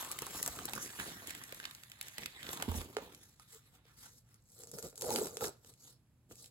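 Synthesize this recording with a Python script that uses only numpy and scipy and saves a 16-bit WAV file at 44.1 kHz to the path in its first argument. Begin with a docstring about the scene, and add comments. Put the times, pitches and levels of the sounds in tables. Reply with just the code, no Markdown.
"""Unwrapping a gift box

A paper sleeve is slid off a small cardboard box and laid on the floor, close by in a quiet room.
Friction makes the sheet rustle; buckling snaps its creases and pops its panels. It lands with soft
thuds, and a hand taps the box, exciting the modes of lid and hollow. Then the ribbon bow is pulled
open: stick-slip friction makes the weave rasp through the knot and drives the lid like a drum."""
import sys
import numpy as np
from scipy import signal
from scipy.fft import rfft, irfft, next_fast_len
from scipy.io import wavfile
from scipy.ndimage import map_coordinates

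SR = 44100
rng = np.random.default_rng(int(sys.argv[2]) if len(sys.argv) > 2 else 0)


def master(y):
    """Save y as 16-bit WAV."""
    cut = np.clip(np.atleast_2d(y).T, -1, 1)
    pcm = np.round(cut * 32767)  # scale
    wavfile.write(sys.argv[1], SR, pcm.astype(np.int16))


N = 286650
TIME = np.arange(N) / SR
PADDED = next_fast_len(N + SR // 2)
FREQS = np.maximum(np.arange(PADDED // 2 + 1) * SR / PADDED, 1)
SNAP_RISE_MS = 0.7

# how hard the sleeve is worked: time_s, rustle_db
SLEEVE_EFFORT = [(0.0, -55.5), (0.2, -53.5), (0.63, -53.5), (0.85, -54), (0.94, -57), (1.02, -51.5),
                 (1.19, -60), (1.3, -59), (1.61, -59), (1.8, -65), (2.0, -70), (2.19, -61.5), (2.36, -65.5),
                 (2.5, -55), (2.62, -65), (2.66, -61), (2.77, -72), (2.952, -65.5)]
# modes of the lid: pitch_hz, level_db, t60_s
LID_MODES = [(700, -7, 0.024), (772, -3.5, 0.05), (876, 2, 0.022), (984, -0.5, 0.013), (1210, -2, 0.026),
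             (1360, 2.5, 0.022), (1480, -8, 0.016), (1720, -2.5, 0.014), (2100, -5, 0.012),
             (2390, -5, 0.008)]


def from_db(db):
    """Decibels to amplitude ratio."""
    return 10 ** (np.asarray(db) / 20)


def rms_one(x):
    """Normalisation to unit rms."""
    return x / np.sqrt(np.mean(x ** 2) + 1e-20)


def gains_in_time(rows):
    """Envelopes from rows of time_s and levels in dB, silent outside the gesture."""
    s, *columns = np.transpose(rows)
    return [from_db(np.interp(TIME, s, db, left=-140, right=-140)) for db in columns]


def follow(gain, reference_db, power):
    """Power law: a layer grows faster or slower than its control, and is 1 at the reference level."""
    return (gain / from_db(reference_db)) ** power


def swells(times, lengths_s, levels_db, rise_share, roundness):
    """Incoherent addition: movements swell to a peak and die away, and overlapping ones add in power."""
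    grid = TIME[::40]
    age = (grid[:, None] - times) / np.maximum(lengths_s, .01)
    distance = np.minimum(np.maximum(-age / rise_share, age / (1 - rise_share)), 10)
    gains = from_db(levels_db) * np.exp(-distance ** roundness)
    return np.interp(TIME, grid, np.linalg.norm(gains, axis=1))


def over_hz(points):
    """Interpolation of (frequency_hz, value) points on a logarithmic frequency axis."""
    hz, value = np.transpose(points)
    return np.interp(np.log(FREQS), np.log(hz), value)


def coloured(x, spectrum):
    """Spectral shaping of a texture, at unit rms."""
    return rms_one(irfft(rfft(x, PADDED) * from_db(over_hz(spectrum)), PADDED)[..., :N])


def band(x, low_hz, high_hz):
    """Causal band-pass filtering that keeps the rms of white noise."""
    sos = signal.butter(2, [low_hz, high_hz], "band", fs=SR, output="sos")
    return signal.sosfilt(sos, x + 1e-18) * np.sqrt(SR / 2 / (high_hz - low_hz))


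def grains(per_s, spread_db, smooth, clump_db, clump_hz):
    """Shot noise: tiny uneven slips over smooth friction, coming in clumps; mid and side."""
    sizes = from_db(spread_db * np.minimum(rng.exponential(1, N), 4))
    slips = sizes * (rng.random(N) < per_s / SR)
    clumps = np.interp(TIME * clump_hz, np.arange(N), rng.standard_normal(N))
    return rms_one(rng.standard_normal((2, N)) * (rms_one(slips) + smooth) * from_db(clump_db * clumps))


def bending(x, depth_db, per_s, per_octave):
    """Time-varying filtering: as surfaces bend and hands shift, resonances come and go."""
    hz, s, spectra = signal.stft(x, SR, nperseg=256)
    where = np.meshgrid(np.log2(1 + hz / 500) * per_octave, s * per_s, indexing="ij")
    patches = map_coordinates(rng.standard_normal((96, 512)), where, order=1, mode="wrap")
    return rms_one(signal.istft(spectra * from_db(depth_db * patches), SR)[1][..., :N])


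def resonating(x, course, height_db, width_octaves):
    """A moving resonance lifts a band whose centre follows (time_s, pitch_hz) points."""
    hz, s, spectra = signal.stft(x, SR, nperseg=512)
    octaves = np.log2((hz[:, None] + 1) / np.interp(s, *np.transpose(course)))
    lift = from_db(height_db / (1 + (2 * octaves / width_octaves) ** 2))
    return rms_one(signal.istft(spectra * lift, SR)[1][..., :N])


def bursts(times, levels_db, rise_ms, decay_ms, after_db, after_ms, fade_in_ms):
    """Transients: short noise bursts with a quick fade-in, a sharp peak and a fluttering tail."""
    lead_s = 0.008
    envelope = np.zeros(N)
    for s, db in zip(times, levels_db):
        start = max(int((s - lead_s) * SR), 0)
        ms = (TIME[:min(N - start, SR // 10)] - lead_s) * 1000 - rise_ms
        before, after = np.maximum(-ms, 0), np.maximum(ms, 0)
        rush = np.exp(-(after / decay_ms) ** 1.2)
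        flutter = from_db(after_db) * np.exp(-after / after_ms)
        envelope[start:start + len(ms)] += from_db(db) * np.exp(-before / fade_in_ms) * (rush + flutter)
    return envelope * rng.choice([-1, 1], (2, N))  # mid and side


def pings(rows):
    """Free vibration: one damped sine for each (start_s, level_db, pitch_hz, t60_s)."""
    out = np.zeros(N)
    for s, db, hz, t60 in rows:
        start = int(s * SR)
        age = TIME[:min(N - start, SR // 3)]
        out[start:start + len(age)] += from_db(db - 60 * age / t60) * np.sin(2 * np.pi * hz * age)
    return out


def ring(force, modes):
    """Modal superposition: a force drives one resonator for each (pitch_hz, level_db, t60_s)."""
    out = 0
    for hz, db, t60 in modes:
        radius, angle = from_db(-60 / (t60 * SR)), 2 * np.pi * hz / SR
        feedback = [1, -2 * radius * np.cos(angle), radius * radius]
        out = out + from_db(db) * signal.lfilter([1, -1], feedback, force + 1e-18)
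    return out


def retuned(pair, course):
    """Resampling raises or lowers a ringing sound along (time_s, pitch_ratio) points."""
    place = np.cumsum(np.interp(TIME, *np.transpose(course))) % N
    return np.array([np.interp(place, np.arange(N), channel) for channel in pair])


def room_tone():
    """Stationary noise, strongest in the bass, is the background of the quiet room."""
    # spectrum of the background: frequency_hz, density_db
    spectrum = [(20, -29.5), (50, 1), (85, -2), (122, 7.5), (160, -4), (250, -8), (400, -19), (630, -21.5),
                (1000, -25.5), (2500, -30.5), (6000, -34.5), (11000, -32), (16000, -40)]
    return from_db(-68.5) * coloured(rng.standard_normal((2, N)), spectrum)


def sleeve_rustle():
    """Friction and buckling: paper slides on card, fibres crinkle, panels flex and the sheet flaps."""
    # the sheet bends and swings; last, a low rustle of arm or clothing:
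    # peak_s, length_s, panels_db, flap_db
    movements = [(.01, 0.057, -44.5, -68), (0.197, 0.021, -66, -66), (0.345, 0.055, -46.5, -56),
                 (0.462, 0.049, -53, -54.5), (0.571, 0.094, -58, -48), (0.683, 0.016, -43.5, -53),
                 (0.753, 0.098, -65, -49.5), (0.987, 0.045, -48, -44.5), (1.068, 0.082, -51, -50),
                 (1.247, 0.27, -54.5, -56.5), (1.635, 0.044, -59, -77), (2.036, 0.17, -55.5, -72),
                 (2.191, 0.076, -57, -54), (2.339, 0.089, -57, -73), (2.436, 0.21, -53, -51.5),
                 (2.592, 0.063, -60.5, -46.5), (2.685, 0.046, -48.5, -42), (2.755, 0.096, -52, -44.5),
                 (3.031, 0.094, -59, -55)]
    # paper sliding over card, itself or the floor: peak_s, length_s, hiss_db
    slides = [(.01, 0.095, -46.5), (0.359, 0.15, -43), (0.508, 0.047, -54.5), (0.762, 0.018, -45),
              (0.828, 0.035, -40), (1.02, 0.13, -46.5), (1.297, 0.087, -51.5), (1.762, 0.1, -65),
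              (2.066, 0.1, -58), (2.211, 0.051, -52.5), (2.528, 0.066, -44), (2.767, 0.051, -42)]
    # the sheet's main resonance, rising as it unfolds and falling as it lies down: time_s, pitch_hz
    sheet_pitch = [(0, 1140), (0.6, 1270), (1.0, 1720), (1.55, 1610), (1.95, 1970), (2.42, 2020),
                   (2.5, 1200), (2.62, 920), (3.15, 900)]
    # spectra of the paper's four layers: frequency_hz, density_db
    hiss_spectrum = [(3000, -14), (4500, -1.5), (6000, 4), (8000, 3.5), (10000, 4), (12500, 3),
                     (16000, -7.5)]
    crinkle_spectrum = [(1500, -17), (2300, 5.5), (2900, 10), (3800, 12.5), (4600, 7), (6000, -32)]
    flex_spectrum = [(400, -15), (700, 7.5), (1100, 9), (1450, 5), (1900, 6.5), (2400, 0), (3200, -9)]
    flap_spectrum = [(20, -48), (50, -4.5), (110, 1), (170, 1), (250, 1.5), (450, -2.5), (600, -9),
                     (1000, -25.5)]
    brisk_db = -55  # effort of brisk handling
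    effort, = gains_in_time(SLEEVE_EFFORT)
    s, length_s, panels_db, flap_db = np.transpose(movements)
    bends = swells(s, length_s, panels_db, rise_share=0.24, roundness=2.1)
    swings = swells(s, length_s, flap_db, rise_share=0.055, roundness=0.97)
    rubs = swells(*np.transpose(slides), rise_share=0.37, roundness=0.82)
    hiss = np.hypot(from_db(-54.5) * follow(effort, brisk_db, power=1.0), rubs)
    crinkle = np.hypot(from_db(-61.5) * follow(effort, brisk_db, power=0.72), from_db(-7.0) * bends)
    flex = np.hypot(from_db(-54.5) * follow(effort, brisk_db, power=0.73), bends)
    flap = np.hypot(from_db(-62.5) * follow(effort, brisk_db, power=2.44), swings)
    sliding = grains(per_s=3000, spread_db=3.5, smooth=2.6, clump_db=2.0, clump_hz=170)
    sliding = bending(sliding, depth_db=3.5, per_s=25, per_octave=7.8)
    buckling = grains(per_s=1400, spread_db=2.5, smooth=0.9, clump_db=2.1, clump_hz=130)
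    buckling = bending(buckling, depth_db=4.5, per_s=36, per_octave=6.24)
    panels = resonating(coloured(buckling, flex_spectrum), sheet_pitch, height_db=12, width_octaves=0.79)
    return (hiss * coloured(sliding, hiss_spectrum)
            + crinkle * coloured(buckling, crinkle_spectrum)
            + from_db(-4.5) * flex * panels
            + from_db(-0.7) * flap * coloured(buckling, flap_spectrum))


def panel_pops():
    """Snap-through buckling: a panel flips from one bulge to the other with a short hollow note."""
    # panels popping through: start_s, level_db, pitch_hz
    pops = [(0.007, -38, 950), (0.2206, -35.5, 440), (0.2231, -40, 900), (0.266, -38, 1090),
            (0.346, -36.5, 730), (0.351, -46, 355), (0.412, -39.5, 456), (0.476, -51, 455),
            (0.4835, -35.5, 735), (0.5887, -32, 1220), (0.619, -39, 730), (0.655, -40, 352),
            (0.695, -47, 1040), (0.734, -33.5, 880), (0.762, -40, 460), (0.763, -37, 1360),
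            (0.7771, -28.5, 1175), (0.782, -43, 490), (0.859, -44.5, 350), (0.989, -36, 1620),
            (0.999, -28, 1670), (1.003, -43, 1570), (1.041, -44, 1700), (1.0779, -41, 428),
            (1.351, -49, 890), (1.5253, -38.5, 544), (1.6, -38, 1580), (1.654, -38, 1610),
            (1.653, -32, 3770), (2.012, -50, 1730), (2.1822, -44.5, 504), (2.4894, -36, 437),
            (2.6255, -29.5, 830), (2.717, -30.5, 870), (2.8135, -42, 520)]
    # modes of a panel: pitch_ratio, level_db, t60_s
    modes = [(0.82, -12, 0.015), (1, 0, 0.015), (1.19, -7.5, 0.017)]
    notes = pings((s + k * SNAP_RISE_MS / 1000, db + mode_db, hz * ratio, t60)
                  for s, db, hz in pops for k, (ratio, mode_db, t60) in enumerate(modes))
    return notes * np.array([[1], [-.3]])  # mid and side


def small_creases(count):
    """Crackling noise: small creases give way at random, at levels that follow the rustle."""
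    low_hz, high_hz, spread_db = 970, 3770, 10
    when, size, pitch = rng.random((count, 3)).T
    times, rustle_db = np.transpose(SLEEVE_EFFORT)
    s = (np.arange(count) + when) / count * times[-1]
    db = np.interp(s, times, rustle_db) + spread_db * (size ** 3 - .4)
    crack_db, facet_db = db + 4, db + 0.5
    return np.transpose([s, crack_db, facet_db, low_hz * (high_hz / low_hz) ** pitch])


def crease_snaps():
    """Release of elastic energy: a crease flips with a crack and a brief pitch; nearby panels shake."""
    # creases snapping: start_s, crack_db, facet_db, pitch_hz
    creases = [(0.0252, -33.5, -49.5, 800), (0.0473, -36, -41.5, 1110), (0.072, -42, -47, 1210),
               (0.1146, -25.5, -40, 2400), (0.1213, -31, -49, 995), (0.1881, -27, -34.5, 2100),
               (0.22, -27.5, -45.5, 1040), (0.26, -41, -46, 2000), (0.266, -32.5, -42.5, 1090),
               (0.428, -20, -38, 2000), (0.4613, -23.5, -37.5, 1240), (0.4764, -22.5, -45.5, 810),
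               (0.5631, -43, -47, 1200), (0.5885, -41, -35.5, 1770), (0.6542, -24.5, -49, 1310),
               (0.6953, -35, -43, 1900), (0.7341, -28, -31.5, 2250), (0.752, -32, -47, 1420),
               (0.779, -36, -39.5, 1250), (0.826, -40, -47, 2480), (0.86, -40, -43, 2020),
               (0.8935, -44, -46, 2190), (0.902, -50, -43, 1710), (0.957, -47, -47, 2590),
               (0.9977, -35, -42, 1890), (1.0762, -48, -52, 1216), (1.2718, -31, -43, 2940),
               (1.295, -40, -41, 1700), (1.3059, -33, -35.5, 1880), (1.3494, -36, -39.5, 1640),
               (1.378, -47, -54, 1700), (1.437, -34, -48.5, 2750), (1.492, -48, -47.5, 1690),
               (1.5236, -35.5, -38.5, 1610), (1.5454, -38.5, -63, 1700), (1.5996, -40.5, -43, 2020),
               (1.6405, -46, -41, 2400), (1.653, -36, -32.5, 3020), (1.71, -41.5, -45, 3600),
               (1.7488, -39, -49, 4160), (1.8346, -42, -46, 3520), (1.8986, -46, -56, 3500),
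               (1.917, -41, -45, 3440), (2.0118, -29.5, -36, 3940), (2.027, -36, -62, 2980),
               (2.083, -36.5, -46.5, 2940), (2.1817, -32.5, -32.5, 2000), (2.2192, -48, -46, 2420),
               (2.2337, -46, -38.5, 2270), (2.259, -29.5, -31.5, 2540), (2.4044, -63, -60, 2400),
               (2.4294, -41, -37.5, 3350), (2.4663, -53, -37.5, 2420), (2.49, -39, -35.5, 3440),
               (2.5306, -29, -41.5, 990), (2.5731, -38, -38, 1320), (2.599, -45, -41.5, 960),
               (2.611, -46, -43, 1200), (2.6235, -24.5, -30.5, 1480), (2.715, -35, -47, 920),
               (2.741, -44, -43.5, 990), (2.808, -50, -43, 1300), (2.8139, -37.5, -40.5, 1390)]
    rise_ms, decay_ms = SNAP_RISE_MS, 1.27
    s, crack_db, facet_db, pitch_hz = np.vstack([creases, small_creases(count=60)]).T
    # a smaller, higher facet crinkles more and shakes the panels less
    octaves = np.log2(pitch_hz / 1000)
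    crinkle_db, panel_db = facet_db + 1.5 * octaves, facet_db - 18.5 * octaves
    crack = bursts(s, crack_db, rise_ms, decay_ms, after_db=-16.5, after_ms=9.6, fade_in_ms=0.54)
    crinkle = bursts(s, crinkle_db, rise_ms, decay_ms * 1.64, after_db=-26, after_ms=10, fade_in_ms=0.96)
    panel = bursts(s, panel_db, rise_ms * 2, decay_ms * 4.1, after_db=-12, after_ms=22, fade_in_ms=1.1)
    facet = pings(zip(s + rise_ms / 1000, crinkle_db, pitch_hz, np.full(len(s), .02)))
    return (from_db(-5.5) * band(crack, 6000, 14100)
            + from_db(-5.0) * band(crinkle, 1640, 4620)
            + from_db(-4.5) * band(panel, 308, 1730)
            + from_db(-7.0) * facet * np.array([[1], [-.3]]))


def floor_thuds():
    """Soft impacts excite only low frequencies: a few cycles of damped boom; left and right."""
    # the sheet flops down, then sleeve and hand meet the floor: start_s, level_db, pitch_hz, t60_s
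    thuds = [(0.485, -48.5, 68, 0.23), (1.0, -49, 108, 0.15), (1.075, -60, 60, 0.17),
             (2.681, -29, 242, 0.056), (2.6815, -39, 420, 0.061), (2.688, -29.5, 83.7, 0.2),
             (2.717, -40, 240, 0.05), (2.749, -35.5, 213, 0.06), (2.762, -36.5, 81.7, 0.25),
             (2.773, -38, 47.7, 0.095), (2.778, -40, 233, 0.04), (2.796, -34, 117, 0.018)]
    return pings(thuds) * from_db([[-3], [2.5]])


def box_taps():
    """Impulse response: a tick, then lid and hollow ring; the grip and the spot hit set the pitch."""
    # fingers tap the box and the ribbon catches on it: start_s, tick_db, click_db, knock_db, pitch_hz
    taps = [(2.9676, -36, -37.5, -27, 428), (2.9847, -52, -55, -39.5, 546), (3.1265, -51, -70, -78, 450),
            (3.1476, -41.5, -55.5, -70, 440), (3.3969, -47, -57, -51.5, 1253), (3.853, -77, -63, -65, 463),
            (4.3427, -51, -66, -79, 450), (4.6357, -38, -64, -53, 443), (4.6721, -42.5, -68, -58, 450),
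            (4.715, -37.5, -71, -58, 450), (4.739, -45, -64, -51, 507), (4.786, -32.5, -66, -44, 445),
            (4.8261, -34, -62, -51, 464), (4.928, -58, -80, -55.5, 443), (4.9568, -40.5, -68, -75.5, 454),
            (4.978, -35.5, -68, -54, 457), (5.011, -29.5, -44, -67, 470), (5.0207, -26.5, -43, -47, 463),
            (5.044, -44, -58, -41.5, 457), (5.1596, -25.5, -29.5, -31, 445), (5.1786, -36, -41, -50, 450),
            (5.186, -44, -62, -33.5, 448), (5.2574, -36, -48, -51, 458), (5.2699, -29.5, -52, -41.5, 460),
            (5.3698, -30, -39, -41, 454), (5.409, -36, -44, -38, 478), (5.441, -27, -38, -40, 437),
            (5.444, -46, -39, -34, 447), (5.6469, -51, -59, -59, 470), (5.7382, -51.5, -62, -83, 450),
            (6.3113, -57, -66, -50.5, 476), (6.3556, -47, -64, -78, 453), (6.443, -51, -49.5, -73, 450),
            (6.4595, -45, -56, -70, 453)]
    rise_ms, decay_ms, knock_t60_s = 0.21, 0.67, 0.052
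    s, tick_db, click_db, knock_db, pitch_hz = np.transpose(taps)
    tick = bursts(s, tick_db, rise_ms, decay_ms, after_db=-12.5, after_ms=9.6, fade_in_ms=0.35)
    click = bursts(s, click_db, rise_ms, decay_ms * 1.5, after_db=-18, after_ms=11, fade_in_ms=0.28)
    blows = np.zeros(N)
    blows[(s * SR).astype(int)] = from_db(knock_db)
    mid_side = np.array([[1], [-.5]])
    lid = ring(blows, LID_MODES) * mid_side
    hollow = pings(zip(s, knock_db, pitch_hz, np.full(len(s), knock_t60_s))) * mid_side
    return (from_db(-4) * band(tick, 4950, 11500)
            + from_db(0.5) * band(click, 2200, 5200)
            + from_db(-21.0) * band(lid, 600, 2600)
            + from_db(-12.5) * band(hollow, 350, 1200))


def ribbon_rub():
    """Stick-slip friction: the weave hisses on knot and card and forces box and lid into vibration."""
    # three pulls (take up slack, draw the loop through, free the end), each: time_s, hiss_db, drive_db
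    pulls = [
        [(4.4, -86, -90), (4.48, -71.5, -91), (4.614, -56, -60), (4.665, -66, -69), (4.71, -69, -89),
         (4.792, -52.5, -42.5), (4.808, -62, -64), (4.846, -51, -52), (4.88, -58, -53), (4.9, -61.5, -72),
         (4.95, -74, -58)],
        [(4.95, -83, -85), (4.958, -59, -72), (5.02, -54, -54.5), (5.045, -48.5, -35.5), (5.11, -42, -36),
         (5.18, -43, -40), (5.268, -49, -36), (5.296, -56, -48.5), (5.36, -58.5, -51)],
        [(5.36, -47, -59.5), (5.368, -68, -55), (5.395, -58, -54), (5.42, -42.5, -40.5), (5.478, -47, -39.5),
         (5.51, -66.5, -62.5), (5.614, -86, -76)],
    ]
    # fingers stroking box and ribbon: peak_s, length_s, hiss_db, rasp_db, drive_db
    strokes = [(3.013, 0.15, -66.5, -60, -60.5), (3.127, 0.12, -77, -63.5, -69.5),
               (3.238, 0.23, -66, -70.5, -88), (3.424, 0.073, -66, -66.5, -97),
               (3.544, 0.093, -55.5, -63, -102), (3.667, 0.13, -74, -72, -93),
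               (3.756, 0.049, -66, -67, -80), (3.798, 0.063, -88, -70.5, -81),
               (3.898, 0.091, -74.5, -66.5, -98), (4.041, 0.13, -55.5, -61.5, -77.5),
               (4.154, 0.097, -61.5, -86, -81), (4.326, 0.14, -73.5, -76, -92),
               (4.692, 0.03, -60, -85, -60), (4.747, 0.025, -53.5, -69, -49),
               (4.848, 0.038, -63, -60, -49.5), (5.681, 0.092, -62, -74, -71),
               (5.863, 0.14, -58.5, -75, -75), (6.322, 0.037, -59.5, -78, -55.5),
               (6.417, 0.11, -56.5, -86, -70)]
    # modes of the hollow box: pitch_hz, level_db, t60_s
    hollow_modes = [(252, -15.5, 0.052), (394, -8.5, 0.037), (416, -1, 0.047), (471.4, 7, 0.047),
                    (507, -3.5, 0.048), (610, -7.5, 0.04)]
    # the ribbon's tension squeezes the box and retunes its hollow: time_s, pitch_ratio
    squeeze = [(4.9, 1.0), (5.165, 1.02), (5.2, 0.92), (5.27, 0.97), (5.37, 1.02), (5.44, 1.0),
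               (5.474, 0.85), (5.65, 1.0)]
    # spectra of the pulled ribbon, the strokes and the flexing box: frequency_hz, density_db
    pull_hiss_spectrum = [(3000, -17.5), (4200, -3.5), (5300, -1.5), (7500, 3.5), (10000, -1), (12500, -1),
                          (16000, -10)]
    pull_rasp_spectrum = [(1300, -7), (1900, -0.5), (3000, -3), (4000, 5), (5000, -21.5), (6500, -19)]
    stroke_hiss_spectrum = [(2500, -21), (4000, -1.5), (5500, 2.5), (7500, 2), (10000, 1.5), (12500, 0),
                            (16000, -10.5)]
    stroke_rasp_spectrum = [(600, -7), (900, -5.5), (1400, 5.5), (2000, 4.5), (2800, -1), (3800, 1),
                            (5000, -13.5), (6500, -19.5)]
    flex_spectrum = [(30, -32), (60, 0), (130, 2.5), (190, 1), (260, 5), (360, -3), (600, -26)]
    hard_pull_db = -42
    pull_hiss, pull_drive = np.max([gains_in_time(pull) for pull in pulls], axis=0)
    s, length_s, *levels_db = np.transpose(strokes)
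    stroke_hiss, stroke_rasp, stroke_drive = (
        swells(s, length_s, db, rise_share=0.52, roundness=1.9) for db in levels_db)
    pull_rasp = from_db(-57.5) * follow(pull_hiss, hard_pull_db, power=1.8)
    lid_drive = (from_db(-50) * follow(np.sqrt(pull_hiss * pull_drive), hard_pull_db, power=1.0)
                 + from_db(0.5) * np.sqrt(stroke_rasp * stroke_drive))
    slips = grains(per_s=3500, spread_db=0.5, smooth=1.2, clump_db=2.5, clump_hz=146.6)
    slips = bending(slips, depth_db=4.0, per_s=28, per_octave=6.5)
    weave = grains(per_s=2200, spread_db=2.5, smooth=0.9, clump_db=2.6, clump_hz=500)
    weave = bending(weave, depth_db=4.5, per_s=52, per_octave=8.1)
    lid = rms_one(band(ring(slips, LID_MODES), 600, 1500))
    hollow = rms_one(band(retuned(ring(slips, hollow_modes), squeeze), 140, 710))
    return (from_db(2.0) * pull_hiss * coloured(weave, pull_hiss_spectrum)
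            + stroke_hiss * coloured(slips, stroke_hiss_spectrum)
            + from_db(-0.8) * pull_rasp * coloured(weave, pull_rasp_spectrum)
            + from_db(-3.0) * stroke_rasp * coloured(slips, stroke_rasp_spectrum)
            + from_db(-3.5) * lid_drive * lid
            + (from_db(-2) * pull_drive + stroke_drive) * hollow
            + (from_db(-11.0) * pull_drive + stroke_drive) * coloured(slips, flex_spectrum))


def box_squeaks():
    """Entrainment: slips fall into step for a moment and the box sings a narrow, unsteady tone."""
    # rubbing locks onto one pitch: peak_s, length_s, level_db, pitch_hz
    squeaks = [(3.556, 0.035, -60.5, 451), (4.06, 0.016, -59, 1420), (4.79, 0.0076, -57.5, 1400),
               (5.023, 0.0076, -50.5, 960), (5.115, 0.017, -34.5, 850), (5.142, 0.02, -42, 814),
               (5.17, 0.032, -46, 790), (5.421, 0.018, -45, 1310), (5.425, 0.016, -42, 860),
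               (5.443, 0.012, -45.5, 1640), (5.474, 0.0092, -47.5, 1350)]
    out = 0
    for s, length_s, db, hz in squeaks:
        tone = band(rng.standard_normal((2, N)), hz * 0.95, hz * 1.05)
        out = out + tone * swells(s, length_s, db, rise_share=0.53, roundness=0.99)
    return out


def microphones(pair, left_lag_ms, right_db):
    """Level and time differences: the middle range leans right, the treble reaches the left first."""
    # coherence of the two channels: frequency_hz, correlation
    coherence = [(100, 0.94), (450, 0.94), (1000, 0.76), (2200, 0.41), (4000, 0.042), (7000, 0.89),
                 (15000, 1)]
    crossover_hz, port_lag_s = 4600, .000265
    mid, side = rfft(pair, PADDED)
    alike = over_hz(coherence)
    mid, side = mid * np.sqrt((1 + alike) / 2), side * np.sqrt((1 - alike) / 2)
    treble = 1 / (1 + (crossover_hz / FREQS) ** 8)
    lean = from_db(right_db / 2 * (1 - treble) * FREQS / (FREQS + 400))
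    left_turn = (1 - treble) * np.exp(-2j * np.pi * FREQS * left_lag_ms / 1000) + treble
    right_turn = treble * np.exp(-2j * np.pi * FREQS * port_lag_s) + 1 - treble
    left = (mid + side) / lean * np.exp(1j * np.angle(left_turn))
    right = (mid - side) * lean * np.exp(1j * np.angle(right_turn))
    return irfft(np.array([left, right]), PADDED)[:, :N]


def sway(pair, spread_ms, per_s):
    """Path difference: the hands keep moving, so the delay between the ears wanders a little."""
    course = map_coordinates(rng.standard_normal(N // 100), [TIME * per_s], order=1, mode="wrap")
    lag_samples = course * spread_ms * SR / 1000
    return np.array([pair[0], map_coordinates(pair[1], [np.arange(N) - lag_samples], order=3)])


def reverberation(x, t60_s):
    """Diffuse reflections: convolution with a decaying noise tail, different at each ear."""
    # reverberation relative to the direct sound: frequency_hz, level_db
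    spectrum = [(60, -13.5), (450, -19.5), (700, -15), (1500, -8), (4000, -10), (8000, -25.5),
                (16000, -40.5)]
    tail = rng.standard_normal((2, N)) * from_db(-60 * TIME / t60_s) * (TIME > .004)
    tail = rms_one(tail) / np.sqrt(N)
    return irfft(rfft(x, PADDED) * rfft(tail, PADDED) * from_db(over_hz(spectrum)), PADDED)[:, :N]


def scene():
    """Superposition: the sleeve travels from the lap out to the right; the box stays in front."""
    paper = sleeve_rustle() + crease_snaps() + panel_pops()
    away = np.clip((TIME - .45) / 0.59, 0, 1) * np.pi / 2  # crossfade angle
    near = microphones(paper * np.cos(away), left_lag_ms=0.068, right_db=0.0)
    aside = microphones(paper * np.sin(away), left_lag_ms=0.19, right_db=4.0)
    sleeve = (near + aside) / np.sqrt(1 + np.sin(2 * away))
    gift = microphones(ribbon_rub() + box_squeaks() + box_taps(), left_lag_ms=0.14, right_db=3.0)
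    air = microphones(room_tone(), left_lag_ms=0.027, right_db=4.5)
    direct = sway(sleeve + gift, spread_ms=0.0012, per_s=7.1) + floor_thuds()
    return direct + reverberation(direct, t60_s=0.28) + air


def record(dry):
    """Band limiting: the deepest rumble is rolled off and the top is cut steeply."""
    low_hz, high_hz = 36, 16200
    thinned = signal.sosfilt(signal.butter(6, low_hz, "high", fs=SR, output="sos"), dry)
    return signal.sosfilt(signal.ellip(10, .1, 70, high_hz, fs=SR, output="sos"), thinned)


dry = scene()
out = record(dry)
master(out)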